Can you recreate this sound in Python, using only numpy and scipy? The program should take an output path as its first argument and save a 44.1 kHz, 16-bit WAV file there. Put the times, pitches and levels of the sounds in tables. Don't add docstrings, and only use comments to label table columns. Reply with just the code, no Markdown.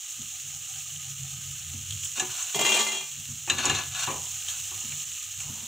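import sys
import numpy as np
from scipy import signal
from scipy.fft import rfft, irfft, next_fast_len
from scipy.io import wavfile
from scipy.ndimage import uniform_filter1d

SR = 44100
rng = np.random.default_rng(int(sys.argv[2]) if len(sys.argv) > 2 else 0)


def pcm_store(signal):
    levels = np.round(np.clip(np.atleast_2d(signal), -1, 1) * 32767)
    wavfile.write(sys.argv[1], SR, levels.astype(np.int16).T)


N = 250035
TIME = np.arange(N) / SR
AGE = np.arange(SR // 2) / SR

# time_s, level_db
FRYING_LEVEL = [(0.0, -38.5), (1.93, -38.5), (2.76, -34), (2.98, -38), (3.4, -39.5), (3.76, -37.5),
                (4.48, -34.5), (5.32, -37.5), (5.67, -37.5)]
# pitch_hz, level_db
FIZZ_TONE = [(2500, -36), (4700, -19.5), (5500, -7.5), (6300, 1.5), (6900, 4), (7600, 0), (8500, -8),
             (9500, -14), (11400, -26), (12800, -20), (15300, -14)]
# pitch_hz, level_db
CRACKLE_TONE = [(300, -18), (600, -41), (800, -21), (1000, -20.5), (1270, -8), (1450, -12.5), (1950, -9.5),
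                (2300, -5.5), (2900, 5.5), (3600, -0.5), (4200, -0.5), (4900, -12.5), (7000, -13),
                (12000, -11.5)]
# pitch_hz, level_db, fade_s (the time to fall 60 dB)
SPOON_NOTES = [(1207, 4.5, 0.21), (1365, 5, 0.1), (1703, 4, 0.49), (2750, 7, 0.28), (2670, -7, 0.14),
               (2900, 3.5, 0.24), (3520, -4.5, 0.024), (3700, 17.5, 0.062), (4018, 14, 0.16),
               (4700, -21, 0.06), (6210, 13, 0.011), (6790, -16.5, 0.024), (6700, 17, 0.085)]


def sizzle():
    fizz_level, = levels_over_time(FRYING_LEVEL)
    crackle_level = fizz_level * from_db(-8)
    flurry = from_db(1.5 * drift(per_s=60) + .8 * drift(per_s=9))
    fizz = unit_power(shape_tone(clicks(9000 * flurry, spread_db=3.1), FIZZ_TONE))
    crackle = unit_power(shape_tone(clicks(7000 * flurry, spread_db=2.5), CRACKLE_TONE))
    spits = clicks(60, spread_db=2.5)
    fizz += from_db(-27) * unit_power(shape_tone(spits, FIZZ_TONE))
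    crackle += from_db(-7) * unit_power(shape_tone(spits, CRACKLE_TONE))
    return fizz_level * fizz + crackle_level * crackle


def bubbles():
    frying, = levels_over_time(FRYING_LEVEL)
    plops = np.zeros(N)
    for hz in np.geomspace(1200, 4200, 16):
        ring = resonate(clicks(25, spread_db=3.5), hz, width_hz=hz / 22)
        plops += from_db(level_at_pitch(CRACKLE_TONE, hz)) * ring / np.sqrt(hz)
    return from_db(-17) * frying * unit_power(plops)


def wok_bowl():
    # pitch_hz, width_hz, level_db (relative to the frying)
    bowl_notes = [(487, 35, -41.5), (768, 65, -34), (1249, 29, -29), (1560, 46, -33), (1770, 140, -31.5)]
    frying, = levels_over_time(FRYING_LEVEL)
    bursts = clicks(1500, spread_db=-2)
    out = np.zeros(N)
    for hz, width_hz, db in bowl_notes:
        level = from_db(db + 5 * np.minimum(drift(per_s=14), .5))
        out += level * hollow_note(bursts, hz, width_hz)
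    return frying * out


def pops():
    # start_s, peak_db, pitch_hz
    ticks = [(0.9593, -29, 3020), (1.511, -28.5, 2950), (1.9072, -20.5, 3200), (1.922, -25, 3300),
             (1.9724, -31, 3300), (2.035, -23.5, 3100), (2.0542, -23.5, 3240), (4.485, -21, 3350),
             (4.5, -26, 3100), (4.8542, -30, 2880), (4.921, -25.5, 2440), (5.001, -29.5, 3070),
             (5.4032, -25.5, 2660)]
    out = np.zeros(N)
    for start_s, peak_db, hz in ticks:
        snap = noise_burst(fade_s=0.027)
        ring = unit_power(resonate(snap, hz, width_hz=270))
        fizz = from_db(-0.5) * unit_power(shape_tone(snap, FIZZ_TONE))
        add(out, start_s, with_peak(ring + fizz, peak_db))
    return out


def glugs():
    first_s, last_s, glugs_per_s, pitch_hz = 0.36, 1.7, 9, 765
    out = np.zeros(N)
    for k, (late, size, detune) in enumerate(rng.standard_normal((20, 3))):
        start_s = first_s + (k + .3 * late) / glugs_per_s
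        glug = resonate(noise_burst(fade_s=0.2), pitch_hz * (1 + .025 * detune), width_hz=30)
        if start_s < last_s:
            add(out, start_s, with_peak(glug, -57 + 3 * size))
    return out


def spoon_clinks():
    # start_s, crack_db, treble_db, ring_db, favoured_hz
    hits = [(2.1965, -11.5, 4.5, -27, 3500), (2.426, -17.5, 42, -47, 2740), (3.4986, -7, -7.5, -19.5, 2580),
            (3.5841, -16.5, -14, -36, 3040), (3.6545, -9.5, 11, -31, 1700), (3.697, -10, -3, -25.5, 4400),
            (3.749, -18.5, 5, -32, 4030), (3.7856, -19, 2, -37, 2640), (3.9491, -27, 23, -32.5, 1700),
            (4.0667, -22.5, 1, -35, 2970), (4.4828, -22, 1, -35, 3420), (4.5044, -41, 10, -46, 3020)]
    # pitch_hz, level_db
    crack_tone = [(180, -63), (300, -6), (562, -60), (1050, -26), (1440, -23), (1700, 16), (1970, -15),
                  (2740, 15.5), (3400, 4.5), (4000, 0), (4350, -13.5), (5130, -4), (6790, 16),
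                  (10100, -15.5), (15500, -54)]
    return from_db(-2) * strikes(hits, SPOON_NOTES, crack_tone, crack_gain_db=-8, crack_fade_s=.026,
                                 shimmer_fade_s=0.09, shimmer_db=-3.5, favour_db=8)


def spoon_scrapes():
    # start_s, length_s, grind_db, hiss_db, swell_db
    strokes = [(2.014, 0.053, -55, -25, -3), (2.15, 0.065, -37, -28, -16), (2.276, .14, -41, -31.5, 2),
               (2.45, 0.1, -48, -37, 5), (3.5, 0.068, -39.5, -45, -2), (3.57, 0.24, -30.5, -39, -3.5),
               (3.908, 0.13, -35.5, -31, 9.5), (4.46, 0.12, -47.5, -50, -6), (5.382, .025, -47, -29, 4)]
    # pitch_hz, level_db
    grind_tone = [(240, -77), (400, -14), (617, -6.5), (731, 6), (838, 3), (962, 9), (1550, 9), (1680, 8.5),
                  (1910, 0), (2770, 11), (3800, -1.5), (4050, 8.5), (5000, -2), (6500, -52), (11000, -120)]
    grind_level, hiss_level = np.zeros((2, N))
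    for start_s, length_s, grind_db, hiss_db, swell_db in strokes:
        grind_level += from_db(grind_db) * push(start_s, length_s, swell_db, rise_s=0.036, fade_s=0.24)
        hiss_level += from_db(hiss_db) * push(start_s, length_s, swell_db, rise_s=0.036, fade_s=0.18)
    slips = clicks(5000 * from_db(3 * drift(per_s=90)), spread_db=1.5)
    shaken = steel_shimmer(slips, fade_s=0.037, level_db=2)
    ringing = sum(from_db(db) * resonate(slips, hz, 2.8 / fade_s) for hz, db, fade_s in SPOON_NOTES)
    grind = from_db(-2.5) * unit_power(shape_tone(shaken, grind_tone))
    grind += from_db(-4.5) * unit_power(ringing)
    hiss = from_db(-7.5) * unit_power(shape_tone(shaken, FIZZ_TONE))
    return grind_level * grind + hiss_level * hiss


def plate_landings():
    # start_s, strength_db, favoured_hz
    landings = [(2.545, -15, 3340), (2.561, -19, 3300), (2.5912, -13, 2930), (2.612, -12, 3220),
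                (2.6496, -10, 2700), (2.664, -11, 2650), (2.691, -11, 2620), (2.719, -10, 3600),
                (2.743, -10.5, 2630), (2.767, -11.5, 2350), (2.79, -11.5, 2640), (2.802, -12.5, 2050),
                (2.866, -16, 2060), (2.883, -18.5, 3330), (2.919, -18, 2830), (2.949, -20, 3020),
                (2.971, -22, 3300), (3.009, -26, 2250)]
    # pitch_hz, level_db
    plate_notes = [(220.7, -48), (382.2, -46), (721.4, -45), (936.7, -45), (1168, -44), (1443, -54),
                   (1755, -46), (2073, -40), (2412, -36), (2767, -42), (2848, -43), (3149, -46),
                   (3273, -35), (3316, -42), (3499, -51), (3693, -46), (3978, -52), (4145, -50),
                   (4231, -52), (4603, -56), (4850, -60), (5243, -51), (5669, -48), (5803, -50),
                   (6325, -46), (6724, -43), (6918, -47), (7176, -44), (7289, -51), (7445, -49)]
    # pitch_hz, level_db
    crack_tone = [(70, -28), (150, -17), (370, -0.5), (520, -0.5), (750, 2.5), (1500, -5.5), (2200, -5.5),
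                  (3100, -2.5), (4200, -2.5), (4900, -10), (6900, 5), (8700, -6), (11000, -22),
                  (15300, -19)]
    notes = [(hz, db, 0.35 * min(hz / 2500, 1) ** 0.13) for hz, db in plate_notes]
    hardest_db = max(db for _, db, _ in landings)
    hits = []
    for start_s, db, favoured_hz in landings:
        treble_db = 0.22 * (hardest_db - db)
        ring_db = db - 14.5
        hits.append((start_s, db, treble_db, ring_db, favoured_hz))
    return strikes(hits, notes, crack_tone, crack_gain_db=-14.5, crack_fade_s=0.075,
                   shimmer_fade_s=0.32, shimmer_db=0, favour_db=7)


def plate_thumps():
    # start_s, level_db
    clumps = [(2.544, -32.5), (2.591, -30.5)]
    # pitch_hz, width_hz, level_db
    low_notes = [(144, 23, -5.5), (395, 48, -1.5), (716, 66, -3)]
    weight = sum(from_db(db) * push(start_s, length_s=0.019, swell_db=0, rise_s=0.01, fade_s=.2)
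                 for start_s, db in clumps)
    shake = rng.standard_normal(N)
    ringing = sum(from_db(db) * hollow_note(shake, hz, width_hz) for hz, width_hz, db in low_notes)
    return weight * unit_power(ringing)


def crumbs():
    # pitch_hz, level_db
    tick_tone = [(2000, -30), (4200, -3), (7500, 0), (11000, -7), (15000, -7)]
    pour = push(start_s=2.55, length_s=.3, swell_db=0, rise_s=.01, fade_s=.35)
    ticks = unit_power(shape_tone(clicks(81, spread_db=1.5), tick_tone))
    return from_db(-41) * steel_shimmer(pour * ticks, fade_s=0.042, level_db=-4, spacing_hz=280)


def wok_knocks():
    # start_s, crack_db, ring_db, favoured_hz
    knocks = [(2.175, -25, -38.5, 366), (2.202, -22, -31.5, 754), (2.224, -31.5, -30, 366),
              (3.476, -21.5, -38.5, 1210), (3.504, -20, -43, 1180), (3.583, -20, -36, 729),
              (3.642, -21, -29, 1010), (3.662, -18, -33, 297), (3.702, -18.5, -28.5, 980),
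              (3.73, -24, -50, 284), (3.789, -30, -35.5, 977), (4.075, -21, -25.5, 1030),
              (4.089, -25, -30, 900), (4.715, -53, -42.5, 1100)]
    # pitch_hz, level_db
    wok_notes = [(285.3, -64), (366.1, -44), (753.7, -43.5), (882.9, -41), (1007, -47.5), (1061, -65),
                 (1130, -46), (1233, -49.5), (1453, -50)]
    # pitch_hz, level_db
    crack_tone = [(120, -63), (220, 1), (350, 1.5), (550, -5.5), (800, -5), (1100, -0.5), (1500, -12.5),
                  (2500, 0.5), (6000, -44)]
    ring_fade_s, treble_db = .2, -2.5
    notes = [(hz, db, ring_fade_s) for hz, db in wok_notes]
    hits = [(start_s, crack_db, treble_db, ring_db, hz) for start_s, crack_db, ring_db, hz in knocks]
    return from_db(-4) * strikes(hits, notes, crack_tone, crack_gain_db=-12.5, crack_fade_s=0.18,
                                 shimmer_fade_s=0.27, shimmer_db=0, favour_db=8)


def spoon_rubs():
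    # start_s, length_s, level_db, swell_db
    rubs = [(4.098, 0.18, -45, -18), (4.715, 0.24, -60, -6), (5.421, 0.226, -54.5, -4)]
    # pitch_hz, level_db
    rub_tone = [(200, -1), (330, 1), (520, 0.5), (760, 5.5), (950, 9), (1200, 2), (2000, -26)]
    pressure = sum(from_db(db) * push(start_s, length_s, swell_db, rise_s=.02, fade_s=0.32)
                   for start_s, length_s, db, swell_db in rubs)
    return from_db(-3) * pressure * unit_power(shape_tone(clicks(1500, spread_db=-3), rub_tone))


def handling():
    # start_s, thud_db, bump_db
    grip_shifts = [(0.19, -53.5, -40.5), (0.439, -64, -60), (0.53, -54, -64), (1.218, -49, -53),
                   (1.368, -51, -59), (1.735, -49.5, -38), (2.269, -53, -61), (3.169, -48.5, -50),
                   (3.281, -46, -40), (3.52, -53, -40), (3.681, -43, -36), (4.835, -54, -40),
                   (4.92, -50, -51), (5.498, -56, -35), (5.612, -59, -42.5)]
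    # pitch_hz, level_db
    bump_tone = [(120, -41), (180, -9), (222, 10), (265, -6), (320, -8), (420, -21), (700, -24.5)]
    # pitch_hz, width_hz
    rumble_notes = [(89, 15.5), (138, 10.1)]
    # time_s, lower_note_db, upper_note_db
    rumble_levels = [
        [(0.0, -91, -96), (0.23, -53, -54), (0.39, -67, -78), (0.44, -60, -52), (0.6, -60.5, -64.5),
         (1.28, -50, -44), (1.3, -54, -50), (1.96, -40.5, -54), (2.15, -60, -64), (2.26, -56, -59),
         (2.45, -63.5, -75)],
        [(2.95, -90, -67), (3.21, -58, -56.5), (3.75, -41.5, -47), (4.05, -56, -55.5), (4.09, -48, -43.5),
         (4.44, -56.5, -71), (4.76, -51.5, -67), (4.98, -60, -50), (5.24, -61.5, -81), (5.48, -46, -48),
         (5.67, -63, -67)],
    ]
    out, thuds = np.zeros((2, N))
    waver_hz = 7 * (1 + .3 * drift(per_s=5))
    turns = np.cumsum(waver_hz) / SR + rng.random()
    waver = from_db(-0.5 + 4 * np.sin(2 * np.pi * turns))
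    for start_s, thud_db, bump_db in grip_shifts:
        bump = shape_tone(noise_burst(fade_s=0.29), bump_tone)
        add(out, start_s, with_peak(bump, bump_db + 1.5))
        thuds += from_db(thud_db) * push(start_s, length_s=0.034, swell_db=0, rise_s=0.017, fade_s=0.11)
    for level, (hz, width_hz) in zip(levels_over_time(np.vstack(rumble_levels)), rumble_notes):
        shake = rng.standard_normal(N)
        low = resonate(resonate(shake, hz, width_hz), hz, 4 * width_hz)
        low /= np.sqrt(uniform_filter1d(low ** 2, size=1500) + 1e-18)
        overtones = from_db(-32) * unit_power(shape_tone(shake, bump_tone))
        out += np.hypot(level * waver, thuds) * (low + overtones)
    return out


def room_noise():
    # pitch_hz, level_db
    room_tone = [(20, 6), (45, 11), (90, 24), (200, -22), (500, -8), (1000, -21), (4000, -45)]
    return from_db(-70.5) * unit_power(shape_tone(rng.standard_normal(N), room_tone))


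def room_echo(x, echo_db):
    tails = rng.standard_normal((2, len(AGE))) * fade(0.063) * (AGE > .003)
    tails /= np.linalg.norm(tails, axis=1, keepdims=True)
    return x + from_db(echo_db) * signal.oaconvolve(x[None], tails, axes=1)[:, :N]


def strikes(hits, notes, crack_tone, crack_gain_db, crack_fade_s, shimmer_fade_s, shimmer_db, favour_db):
    cracks, ringing = np.zeros((2, N))
    hz, level_db, _ = np.transpose(notes)
    rings = np.array([np.exp(2j * np.pi * pitch_hz * AGE) * fade(fade_s) for pitch_hz, _, fade_s in notes])
    for start_s, crack_db, treble_db, ring_db, favoured_hz in hits:
        grit = clicks(30000, spread_db=2.43, size=len(AGE)) * fade(crack_fade_s)
        tilt = [(300, -treble_db), (2000, 0), (7000, treble_db)]
        crack = shape_tone(shape_tone(grit, crack_tone), tilt)
        crack /= np.std(crack[:SR // 200])
        add(cracks, start_s, from_db(crack_db + crack_gain_db) * crack)
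        nearness = np.exp(-(np.log(hz / favoured_hz) / 0.11) ** 2)
        strengths = from_db(level_db + favour_db * nearness + rng.standard_normal(len(hz)))
        strengths *= from_db(ring_db) * np.sqrt(2) / np.linalg.norm(strengths)
        phases = np.exp(2j * np.pi * rng.random(len(hz)))
        add(ringing, start_s, (strengths * phases @ rings).imag)
    return steel_shimmer(cracks, shimmer_fade_s, shimmer_db) + ringing


def steel_shimmer(x, fade_s, level_db, spacing_hz=70):
    bins = len(AGE) // 2 + 1
    hz = spacing_hz * (np.arange(1, 801) + rng.uniform(-.4, .4, 800))
    phases = np.exp(2j * np.pi * rng.random(len(hz)))
    spectrum = np.zeros(bins, complex)
    spectrum[np.minimum(hz * len(AGE) / SR, bins - 1).astype(int)] = phases * (hz < SR / 2)
    shimmer = irfft(spectrum, len(AGE)) * fade(fade_s)
    return x + from_db(level_db) * signal.oaconvolve(x, shimmer / np.linalg.norm(shimmer))[:N]


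def push(start_s, length_s, swell_db, rise_s, fade_s):
    age = TIME - start_s
    hold_db = swell_db * (np.clip(age / length_s, 0, 1) - .5)
    release = np.exp(-np.log(1000) * np.clip((age - length_s) / fade_s, 0, 2))
    return np.clip(age / rise_s, 0, 1) * from_db(hold_db) * release


def clicks(per_s, spread_db, size=N):
    sizes = from_db(spread_db * np.minimum(rng.exponential(1, size), 5))
    return sizes * rng.choice([-1, 1], size) * (rng.random(size) < per_s / SR)


def noise_burst(fade_s):
    return rng.standard_normal(len(AGE)) * fade(fade_s)


def resonate(x, hz, width_hz):
    r = np.exp(-np.pi * width_hz / SR)
    feedback = [1, -2 * r * np.cos(2 * np.pi * hz / SR), r * r]
    return signal.lfilter(np.array([1, 0, -1]) * (1 - r * r) / 2, feedback, x + 1e-18)


def hollow_note(x, hz, width_hz):
    return unit_power(resonate(resonate(x, hz, width_hz), hz, 3 * width_hz))


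def shape_tone(x, tone, size=4096):
    gains = from_db(level_at_pitch(tone, np.linspace(0, SR / 2, size // 2 + 1)))
    cepstrum = irfft(np.log(gains))
    cepstrum[1:size // 2] *= 2
    cepstrum[size // 2 + 1:] = 0
    return signal.oaconvolve(x, irfft(np.exp(rfft(cepstrum))))[:len(x)]


def level_at_pitch(tone, hz):
    pitches, levels = np.transpose(tone)
    return np.interp(np.log(hz + 1), np.log(pitches), levels)


def levels_over_time(rows):
    times, *columns = np.transpose(rows)
    return [from_db(np.interp(TIME, times, column)) for column in columns]


def drift(per_s):
    return unit_power(np.interp(TIME * per_s, np.arange(4096), rng.standard_normal(4096)))


def fade(fade_s):
    return np.exp(-np.log(1000) * AGE / fade_s)


def from_db(db):
    return 10 ** (np.asarray(db) / 20)


def unit_power(x):
    return x / np.sqrt(np.mean(x ** 2) + 1e-20)


def with_peak(x, peak_db):
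    return from_db(peak_db) * x / np.abs(x).max()


def add(out, start_s, x):
    i = max(round(start_s * SR), 0)
    out[i:i + len(x)] += x[:N - i]


def pan(x, left_db):
    return x * from_db([[left_db / 2], [-left_db / 2]])


def scene():
    oil = room_echo(sizzle() + bubbles() + wok_bowl() + pops() + glugs(), echo_db=-13.5)
    spoon = pan(room_echo(spoon_clinks() + spoon_scrapes(), echo_db=-11.5), left_db=1)
    plate = pan(room_echo(plate_landings() + plate_thumps(), echo_db=-8.5), left_db=0.7)
    patter = pan(room_echo(crumbs(), echo_db=-12), left_db=4)
    stand = pan(room_echo(wok_knocks() + spoon_rubs(), echo_db=-11), left_db=0.5)
    background = room_echo(room_noise() + handling(), echo_db=-10.5)
    return oil + spoon + plate + patter + stand + background


def record(dry):
    # pitch_hz, left_minus_right_db
    balance = [(80, 1), (150, 0), (350, 1.5), (600, 0), (1200, 7.5), (2000, 0), (3000, 4), (4500, 2),
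               (6400, 0), (7200, -4.5), (8400, -10.5), (9300, -36), (10300, -11.5), (11400, -30),
               (12300, -1), (13500, -0.5)]
    # pitch_hz, level_db
    hiss_tone = [(20, 18), (50, -23), (150, 8), (500, -18.5), (5000, -7), (11000, 14), (13000, 8),
                 (15500, 13)]
    size = next_fast_len(N + SR // 10)
    ratio = from_db(level_at_pitch(balance, np.arange(size // 2 + 1) * SR / size))
    side_gains = 2 * np.array([ratio, np.ones_like(ratio)]) / (1 + ratio)
    heard = irfft(rfft(dry, size) * side_gains, size)[:, :N]
    hiss = np.array([unit_power(shape_tone(noise, hiss_tone)) for noise in rng.standard_normal((2, N))])
    treble_cut = signal.ellip(12, .2, 80, 15600, fs=SR, output="sos")
    return signal.sosfilt(treble_cut, heard + from_db(-55.5) * hiss)


dry = scene()
out = record(dry)
pcm_store(out)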